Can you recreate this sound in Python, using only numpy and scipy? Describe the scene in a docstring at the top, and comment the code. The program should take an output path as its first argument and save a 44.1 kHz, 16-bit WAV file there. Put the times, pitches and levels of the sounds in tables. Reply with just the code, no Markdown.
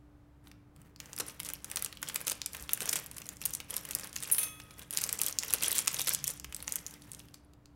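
"""Tearing a sachet over a steel bowl

A plastic sachet is gripped, torn open and shaken out over a steel bowl of noodles, close by in a small room.
Each squeeze buckles the film in sharp snaps (filtered pulses) over a fine crackle (random resonant grains).
Tugs add dull noise pushes and short rips; a few hard bits of dried vegetable ring the bowl's resonances.
A faint wavering hum and a low noise rumble with brief swells lie underneath.
"""
import sys
import numpy as np
from scipy import signal
from scipy.fft import rfft, irfft
from scipy.io import wavfile

SR = 44100
rng = np.random.default_rng(int(sys.argv[2]) if len(sys.argv) > 2 else 0)


def log_audio(samples):
    """Write samples as a 16-bit WAV file to the path given in sys.argv[1]."""
    # one column per channel
    frames = np.atleast_2d(samples).T
    # limit to full scale, then quantise
    limited = np.clip(frames, -1, 1)
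    pcm = np.round(limited * 32767).astype(np.int16)
    wavfile.write(sys.argv[1], SR, pcm)


N = 341775
T = np.arange(N) / SR
EDGE_HZ = 16200  # upper limit of crease pitches and of the whole sound

# The most distinct snaps of the film, loud ones and faint lone ticks, a few of them perhaps flakes
# hitting the bowl. Each row: time in s, crease level in dB over 3 ms, pitch of the crease in Hz,
# level of the whole sheet flexing in dB over 3 ms before its trim.
DISTINCT_SNAPS = [(0.472, -56.5, 2870, -52), (0.515, -53, 3300, -53), (0.763, -59, 9100, -62),
                  (0.8167, -56, 9100, -62), (0.9613, -51.5, 5350, -59), (1.0019, -39.5, 6660, -40),
                  (1.0582, -49, 6500, -53), (1.1316, -40, 7500, -46), (1.1642, -40, 9050, -58),
                  (1.179, -41, 5500, -43), (1.187, -33.5, 11700, -45), (1.297, -47, 7700, -44),
                  (1.4011, -33, 10700, -36), (1.4325, -40, 10500, -53), (1.449, -39, 8050, -52),
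                  (1.4888, -33.5, 8700, -43), (1.501, -38.5, 8500, -41.5), (1.5356, -32, 10700, -41),
                  (1.645, -35, 9450, -41.5), (1.715, -33.5, 9700, -39), (1.7598, -27.5, 9100, -39),
                  (1.771, -30, 6400, -32), (1.8241, -29, 9200, -38.5), (1.847, -27.5, 8100, -56),
                  (1.861, -36, 6950, -38), (1.9268, -43, 3980, -42), (1.972, -43.5, 3020, -51),
                  (2.0288, -32.5, 7940, -30.5), (2.0868, -33.5, 9700, -41.5), (2.098, -41.5, 4830, -35),
                  (2.1455, -33.5, 11700, -50), (2.159, -25.5, 9200, -28), (2.214, -36.5, 11500, -60),
                  (2.269, -30, 8700, -50), (2.28, -26, 8200, -33.5), (2.298, -27, 7850, -39.5),
                  (2.3176, -31, 9400, -33), (2.417, -31, 4830, -41.5), (2.461, -27.5, 7900, -37.5),
                  (2.5333, -38.5, 8900, -70), (2.5483, -60, 4320, -36), (2.625, -40.5, 9800, -60),
                  (2.6929, -37, 2800, -33), (2.734, -19.5, 11800, -42), (2.8056, -31.5, 8600, -35),
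                  (2.857, -32.5, 10700, -43), (2.8903, -29, 7900, -36), (2.8936, -23.5, 8100, -57),
                  (2.9305, -26.5, 8950, -33), (2.9573, -27.5, 7040, -30.5), (3.062, -40, 11100, -52),
                  (3.114, -40, 10300, -48), (3.1691, -42.5, 7040, -47), (3.1827, -37, 10200, -45),
                  (3.2185, -44, 6300, -43.5), (3.267, -44, 8300, -68), (3.29, -34, 8260, -45),
                  (3.416, -37.5, 7440, -39.5), (3.4552, -24, 11500, -36), (3.4599, -25, 10300, -55),
                  (3.5367, -30.5, 8200, -63), (3.5507, -29, 9800, -67), (3.6023, -42.5, 5940, -36.5),
                  (3.741, -37, 7660, -38), (3.7662, -26.5, 10200, -57), (3.852, -38, 9100, -43.5),
                  (3.9098, -31.5, 9700, -39), (3.9506, -23, 10300, -70.5), (3.997, -37, 9100, -45.5),
                  (4.163, -29.5, 5840, -34), (4.235, -33, 9200, -41), (4.6002, -65, 4030, -40.5),
                  (4.7081, -56, 3660, -46), (4.794, -42, 10700, -47.5), (4.908, -32.5, 9600, -42),
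                  (4.928, -37, 8900, -47.5), (4.9729, -21.5, 8100, -50), (4.9864, -31, 7160, -35),
                  (5.017, -31.5, 8800, -43.5), (5.039, -24, 6400, -51.5), (5.0915, -29.5, 6950, -34),
                  (5.128, -25, 9500, -56.5), (5.1908, -31.5, 8400, -41.5), (5.216, -21, 9200, -33.5),
                  (5.235, -28, 10100, -51), (5.2643, -25, 9200, -53), (5.2834, -29, 10500, -63),
                  (5.3872, -21.5, 6800, -73.5), (5.434, -33.5, 8100, -33.5), (5.5064, -33, 7400, -36.5),
                  (5.5278, -32, 9200, -38.5), (5.5369, -17.5, 11400, -28.5), (5.6253, -32.5, 8500, -29.5),
                  (5.6348, -23.5, 10100, -46), (5.7168, -25, 9350, -46), (5.7288, -29.5, 10700, -58),
                  (5.7824, -22.5, 8550, -41), (5.7897, -23.5, 7150, -31), (5.8744, -26, 7300, -29.5),
                  (5.879, -20.5, 7600, -26), (5.944, -29, 7300, -38), (5.9949, -29, 8400, -32),
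                  (6.0835, -27.5, 8250, -30.5), (6.0929, -23, 11000, -53), (6.1363, -27.5, 9500, -48),
                  (6.1482, -23, 9300, -42), (6.242, -26.5, 8850, -39), (6.2728, -32, 8100, -56),
                  (6.2786, -24.5, 8700, -38), (6.3985, -39, 7400, -49), (6.4448, -42, 6700, -36.5),
                  (6.5251, -45, 8160, -40), (6.5466, -32, 7700, -70), (6.565, -37.5, 10800, -56),
                  (6.6261, -37, 11300, -45), (6.679, -30.5, 7000, -34), (6.723, -27, 9300, -64),
                  (6.7576, -26, 10800, -44), (6.8652, -33.5, 6700, -62), (6.9396, -46, 7500, -81),
                  (7.0206, -49.5, 5950, -74), (7.1173, -38, 8000, -76), (7.134, -44, 8500, -60),
                  (7.1944, -45.5, 8700, -66), (7.202, -49, 2680, -60), (7.2856, -57, 3360, -59.5),
                  (7.343, -45.5, 6900, -50.5), (7.5355, -63, 4350, -62.5), (7.6575, -55, 5200, -63)]
# Tone of the film's tiny breaks. 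Each row: frequency in Hz, relative level in dB per Hz.
CRACKLE_TONE = [(500, -28.5), (1500, -5.5), (3000, 0), (5000, 0), (8000, 0.5), (11000, 2), (14000, -1.5),
                (16500, -25)]


def amp(db):
    """Decibels to gain."""
    return 10 ** (np.asarray(db) / 20)


def unit(x):
    """Scales to rms 1."""
    return x / np.sqrt(np.mean(x ** 2) + 1e-20)


def read(points, hz):
    """Reads a table on a log-frequency axis."""
    f, value = np.transpose(points)
    return np.interp(np.log(hz + 1), np.log(f + 1), value)


def add(mix, s, sound):
    """Mixes a sound in at time s, in seconds."""
    part = mix[max(round(s * SR), 0):][:len(sound)]
    part += sound[:len(part)]


def colour(x, spectrum, size=2048):
    """Filters causally (minimum phase), so that clicks keep their sharp front."""
    log_gain = np.log(amp(read(spectrum, abs(np.fft.fftfreq(size, 1 / SR)))))
    taps = np.fft.ifft(np.exp(np.conj(signal.hilbert(log_gain)))).real
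    taps = taps.reshape((1,) * (x.ndim - 1) + (size,))
    return signal.fftconvolve(x, taps, axes=-1)[..., :x.shape[-1]]


def shaped_noise(gain):
    """Steady noise of rms 1 with the given gain at every frequency bin."""
    return unit(irfft(rfft(rng.standard_normal(N)) * gain, N))


def drift(rate_hz):
    """A smooth random wander of rms 1, mostly slower than rate_hz."""
    return shaped_noise(np.exp(-(np.fft.rfftfreq(N, 1 / SR) / rate_hz) ** 2))


def grains(per_s, spread_db):
    """Sparse clicks of uneven size, rms 1."""
    size = amp(spread_db * np.minimum(rng.exponential(1, N), 4))
    sign = rng.choice([-1, 1], N)
    return unit(size * sign * (rng.random(N) < per_s / SR))


def band(x, hz, sharpness):
    """One resonance of gain 1, hz / sharpness wide but never wider than a third of SR."""
    return signal.lfilter(*signal.iirpeak(hz, max(sharpness, 3 * hz / SR), fs=SR), x)


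def band_noise(hz, sharpness):
    """Noise of rms 1 narrowed twice by the same resonance."""
    return unit(band(band(rng.standard_normal(N), hz, sharpness), hz, sharpness))


def handling(press_s=.02, relax_s=.04):
    """Gains of crackle and rubbing: squeezes tighten quickly and let go more slowly, on top of the grip."""
    # Each squeeze or shake of the sachet. Each row: start in s, time held in s,
    # fine crackle of the film in dB, rubbing of fingers and sliding flakes in dB, both before their trims.
    squeezes = [(0.441, 0.049, -76, -65.5), (0.745, 0.12, -95, -65), (0.992, .16, -77, -62),
                (1.178, .13, -57.5, -61), (1.4, .11, -58, -58.5), (1.63, .25, -63, -57.5),
                (2.018, .19, -54, -52), (2.258, .06, -51, -64), (2.538, .07, -54, -50.5),
                (2.692, .1, -55, -56), (2.8, .19, -48, -48), (3.118, .2, -62, -59.5),
                (3.408, .15, -54, -58.5), (3.698, .08, -49.5, -50), (3.832, .1, -58.5, -55.5),
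                (3.95, .12, -54, -51), (4.137, .3, -49, -53.5), (4.773, .02, -57, -58.5),
                (4.929, .2, -47, -48.5), (5.191, .1, -45.5, -48), (5.402, .2, -49, -49.5),
                (5.608, .19, -40, -47), (5.878, .14, -45, -50), (6.059, .06, -42, -49),
                (6.248, .06, -50, -54), (6.519, .12, -65, -56), (6.668, .1, -52, -54.5),
                (6.851, .09, -63, -91), (7.118, .1, -67, -87), (7.339, 0.018, -68, -70.5)]
    # The steady grip of both hands between squeezes, one row with the same columns.
    grip = (1.26, 6, -67.5, -63.5)
    power = np.zeros((2, N)) + 1e-14
    for start, length, crackle_db, rub_db in squeezes + [grip]:
        press = np.clip((T - start) / press_s + .5, 0, 1)
        relax = np.exp(-np.maximum(T - start - length, 0) / relax_s)
        power += (amp([[crackle_db], [rub_db]]) * press * relax) ** 2
    return np.sqrt(power)


def snaps(rows, ring=0.53, ring_s=0.00053, flutter=0.037, flutter_s=0.0061, sharpness=2.4,
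          low_cut_hz=2600, flex_s=0.0029, flex_db=-1.5, panel=0.65, panel_hz=(1500, 3800), size=1200):
    """Each crease flips in one pulse and quivers; the panel of film around it flexes lower and longer."""
    # Tone of the flexing sheet. Each row: frequency in Hz, relative level in dB per Hz.
    flex_tone = [(100, -27.5), (300, -2.5), (600, -6.5), (1100, 2), (1900, 0), (2700, 4.5), (4000, -2.5),
                 (7000, -5)]
    front = round(.003 * SR)  # levels are set over the first 3 ms
    t, out = np.arange(size) / SR, np.zeros(N)
    quiver, sway = rng.standard_normal((2, len(rows), size))
    flips = (t == 0) + quiver * (ring * np.exp(-t / ring_s) + flutter * np.exp(-t / flutter_s))
    flips = signal.lfilter(*signal.butter(2, low_cut_hz, "high", fs=SR), flips)
    sheets = colour(sway * np.exp(-t / flex_s), flex_tone)
    panels = np.exp(rng.uniform(*np.log(panel_hz), len(rows)))  # every panel has its own pitch
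    for (s, db, hz, sheet_db), flip, sheet, own_hz in zip(rows, flips, sheets, panels):
        crease = band(flip, hz, sharpness)
        flex = sheet + panel * band(sheet, own_hz, 2)
        add(out, s, amp(db) * crease / crease[:front].std())
        add(out, s, amp(sheet_db + flex_db) * flex / flex[:front].std())
    return out


def neighbours(lag_s=.002, reach_s=0.0031, weaker_db=-16, sheet_db=-12, scatter_db=3, pitch_octaves=0.19):
    """Every listed snap has a weaker neighbour, mostly just after it, sometimes just before; same columns."""
    s, db, hz, flex_db = np.transpose(DISTINCT_SNAPS)
    lag, strength, pitch = rng.standard_normal((3, len(DISTINCT_SNAPS)))
    own_s = s + lag_s + reach_s * lag
    own_db = db + weaker_db + scatter_db * strength
    own_hz = np.minimum(hz * 2 ** (pitch_octaves * pitch), EDGE_HZ)
    return np.transpose([own_s, own_db, own_hz, flex_db + sheet_db])


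def small_creases(effort, count=135, firm_db=-39.0, growth=0.42, scatter_db=3,
                  pitch_hz=8800, pitch_octaves=0.48, sheet_db=-9, sheet_scatter_db=5):
    """Further snaps at random, more and louder in a harder squeeze; rows like DISTINCT_SNAPS."""
    yield_db = -67  # under a lighter effort than this no small creases buckle
    firm_effort_db = -47  # effort of a firm squeeze, whose snaps centre on firm_db
    effort_db = 20 * np.log10(effort)
    share = np.cumsum(np.maximum(effort_db - yield_db, 0))
    turn = (np.arange(count) + rng.random(count)) / count
    at = np.searchsorted(share / share[-1], turn)
    strength, pitch, flex = rng.standard_normal((3, count))
    db = firm_db + growth * (effort_db[at] - firm_effort_db) + scatter_db * strength
    hz = np.minimum(pitch_hz * 2 ** (pitch_octaves * pitch), EDGE_HZ)
    return np.transpose([at / SR, db, hz, db + sheet_db + sheet_scatter_db * flex])


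def wrinkles(count=16, size=400, per_s=22, spread_db=4.5, length_s=0.0013):
    """Families of tiny wrinkles, each with its own pitch and length."""
    t, out = np.arange(size) / SR, np.zeros(N)
    for hz in np.geomspace(1200, 14000, count):
        u = t / (length_s * rng.uniform(0.3, 1))
        grain = band(rng.standard_normal(size) * u * np.exp(-u), hz, 7.0)
        family = signal.oaconvolve(grains(per_s, spread_db), grain)[:N]
        out += np.sqrt(hz) * unit(family)
    return out


def rustle(effort, rubbing, crackle_db=1, slide_db=-8, rub_db=-2, clump_db=3, rub_clump_db=3):
    """Tiny wrinkles give way in clumps while skin and flakes slide along the film."""
    # Tone of the rubbing. Each row: frequency in Hz, relative level in dB per Hz.
    rub_tone = [(100, -4.5), (250, -6), (450, 7.5), (750, 0.5), (1100, 3), (1900, 2.5), (2800, -3.5),
                (4000, -9), (8000, -8.5)]
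    clumps = drift(rate_hz=21.0)
    crackle = amp(crackle_db + clump_db * clumps) * unit(colour(wrinkles(), CRACKLE_TONE))
    slide = amp(slide_db) * unit(colour(rng.standard_normal(N), CRACKLE_TONE))
    pressure = (clumps + drift(rate_hz=23)) / np.sqrt(2)  # partly follows the crackle
    scrape = unit(colour(grains(per_s=1200, spread_db=2.5), rub_tone))
    rub = amp(rub_db + rub_clump_db * pressure) * scrape
    return (crackle + slide) * effort + rub * rubbing


def rip(length, per_s=5000, spread_db=2, stop_s=.0015, size=3000):
    """A quick run of tiny breaks along the film, about rms 1 while it lasts."""
    t = np.arange(size) / SR
    strength = rng.choice([-1, 1], size) * amp(spread_db * rng.standard_normal(size))
    breaks = strength * (rng.random(size) < per_s / SR)
    run = colour(breaks * np.exp(-np.maximum(t - length, 0) / stop_s), CRACKLE_TONE)
    return unit(run) * np.sqrt(length * SR / size)


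def tugs(fade_s=0.016, level_db=-3, rip_db=-1, size=3000):
    """The pouch is jerked taut and pushes a little air while the film gives way in a short rip."""
    # Each row: time in s, peak of the push in dB, rip length in s, rip level in dB, both before their trims.
    pulls = [(1.199, -28.5, .009, -29.5), (1.455, -55, 0.014, -41), (2.27, -35, .011, -36),
             (2.31, -36.5, .011, -34.5), (2.818, -32.5, .006, -33.5), (2.928, -36, .007, -27),
             (2.959, -50, .012, -34), (5.223, -39.5, .006, -53), (5.539, -32, .01, -35),
             (5.633, -37.5, .035, -37.5), (5.748, -50.5, .03, -34.5), (6.071, -37, .008, -27.5)]
    # Tone of the dull push. Each row: frequency in Hz, relative level in dB per Hz.
    pouch_tone = [(60, -19), (180, -12.5), (300, -4.5), (500, -4.5), (750, -12), (1500, -9.5),
                  (4000, -40.5)]
    t, out = np.arange(size) / SR, np.zeros(N)
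    pushes = colour(rng.standard_normal((len(pulls), size)) * np.exp(-t / fade_s), pouch_tone)
    for (s, db, length, give_db), push in zip(pulls, pushes):
        add(out, s, amp(db + level_db) * push / abs(push).max())
        add(out, s, amp(give_db + rip_db) * rip(length))
    return out


def hands(rubbing, level_db=-62, hz=160, sharpness=1.37, follow=0.23):
    """The moving hands and pouch add a soft low rumble that grows a little with the rubbing."""
    return amp(level_db) * band_noise(hz, sharpness) * unit(rubbing ** follow)


def bowl(shimmer_db=-3, shimmer_s=0.01, linger_db=-22, linger_s=0.075, modes_db=-3,
         tick_db=-10, tick_s=0.0044, twin=0.18, split=.0012, click_db=8):
    """Hard bits ping the steel: click and tick, slow wall modes below shell_hz, dense short shimmer above."""
    # Dried bits landing. Each row: time in s, strength in dB, how much the wall is set swinging in dB.
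    bits = [(4.3148, -15.5, -16), (4.3224, -8, -27.5), (4.3830, -12, -2.5), (4.4140, -25, 1),
            (4.4173, -29.5, 1.5), (4.4323, -18.5, -2)]
    # Modes of the bowl. Each row: frequency in Hz, level in dB before its trim, 60 dB decay time in s.
    steel_modes = [(1265, -36.5, 1.2), (1950, -48, 1.6), (2555, -35, .75), (3380, -35.5, 1.2),
                   (5410, -35, .3), (6325, -28.5, .35), (7138, -38, .35), (8600, -34, .3), (8745, -36, .45),
                   (9145, -19, .15), (9455, -26, .25), (9795, -15, .18), (10150, -23, .17),
                   (10655, -27, .2), (11294, -25, .17), (12190, -25, .2), (13387, -31, .18)]
    shell_hz = 9000
    t, out = np.arange(SR) / SR, np.zeros(N)
    hz, db, t60 = np.transpose(steel_modes)[:, :, None]
    wall = hz < shell_hz
    # the bowl is not quite round, so every wall mode beats against a twin
    twins = twin * wall * np.sin(2 * np.pi * hz * (1 + split) * t)
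    swings = np.sin(2 * np.pi * hz * t) - twins
    above = signal.butter(12, shell_hz, "high", fs=SR, output="sos")
    click = amp(click_db) * signal.sosfilt(above, 1. * (t == 0))
    fade = amp(shimmer_db) * np.exp(-t / shimmer_s) + amp(linger_db) * np.exp(-t / linger_s)
    for s, strength_db, wall_db in bits:
        modes = amp(modes_db) * (amp(db + wall_db * wall - 60 * t / t60) * swings).sum(0)
        shimmer = band(signal.sosfilt(above, rng.standard_normal(SR) * fade), 9900, 3.2)
        contact = band(rng.standard_normal(SR) * np.exp(-t / tick_s), 3100, 0.89)
        tick = amp(tick_db + wall_db) * contact
        add(out, s, amp(strength_db) * (modes + shimmer + tick + click))
    return out


def room(x, tail_db=-14, table_db=-18, dull_hz=9500, size=22050):
    """Quick echoes off the table and hands, then a soft dull tail that dies sooner in the treble."""
    # Each row: frequency in Hz, 60 dB decay time in s.
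    decay_times = [(200, 0.54), (1000, 0.72), (4000, 0.45), (9000, 0.22), (16000, 0.22)]
    hz, t, z = signal.stft(rng.standard_normal(size), SR, nperseg=256)
    z *= amp(-60 * t / read(decay_times, hz)[:, None])
    z /= np.hypot(1, (hz[:, None] / dull_hz) ** 2.5)
    tail = signal.istft(z, SR, nperseg=256)[1]
    tail *= 1 - np.exp(-np.arange(len(tail)) / SR / 0.0005)  # soft onset
    tail *= amp(tail_db) / np.linalg.norm(tail)
    for delay_s, echo_db in [(.0013, -32), (.0033, -1), (.0062, -13.5), (.013, -6)]:
        tail[round(delay_s * SR)] += amp(table_db + echo_db)
    return x + signal.fftconvolve(x, tail)[:N]


def background(air_db=-61.5, waver_db=2, wander_cycles=0.065):
    """Low noise rumble of the room and an appliance hum whose partials waver in level and phase."""
    # Tone of the rumble. Each row: frequency in Hz, relative level in dB per Hz.
    air_tone = [(20, -16.5), (35, -12), (48, -16), (62, -7), (85, -5.5), (125, -4.5), (200, -17.5),
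                (350, -19), (600, -23), (1200, -27), (2500, -39), (6000, -47), (16000, -50.5)]
    # Partials of the hum. Each row: frequency in Hz, level in dB around which it wavers.
    hum_partials = [(62, -66), (123, -72), (293.5, -67)]
    out = amp(air_db) * shaped_noise(amp(read(air_tone, np.fft.rfftfreq(N, 1 / SR))))
    for hz, db in hum_partials:
        cycles = hz * T + wander_cycles * drift(rate_hz=5.7)
        out += amp(db + waver_db * drift(rate_hz=8.4)) * unit(np.sin(2 * np.pi * cycles))
    return out


def swells(sharpness=3):
    """The rumble rises briefly now and then: narrow noise under a bell-shaped envelope."""
    # Each row: centre in s, half length in s, pitch in Hz, level at the centre in dB.
    rises = [(.15, 0.1, 61.7, -62.5), (2.616, 0.074, 66, -54), (6.123, 0.16, 143, -55.5),
             (6.55, 0.14, 65.3, -56.5), (7.148, 0.055, 113, -59)]
    out = np.zeros(N)
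    for s, half_s, hz, db in rises:
        bell = np.exp(-((T - s) / half_s) ** 2 / 2)
        out += amp(db) * bell * band_noise(hz, sharpness)
    return out


def scene():
    """Sachet and bowl sound in the room; the low rumbles and hum are added without its echoes."""
    effort, rubbing = handling()
    creases = np.vstack([DISTINCT_SNAPS, neighbours(), small_creases(effort)])
    sachet = snaps(creases) + tugs() + rustle(effort, rubbing)
    return (room(sachet + bowl()) + hands(rubbing) + background() + swells())[None]


def record(dry):
    """The band limit of the recorder: a steep low-pass."""
    taps = signal.firwin(161, EDGE_HZ, window=("kaiser", 8), fs=SR)
    return signal.oaconvolve(dry, taps[None], "same")


dry = scene()
out = record(dry)
log_audio(out)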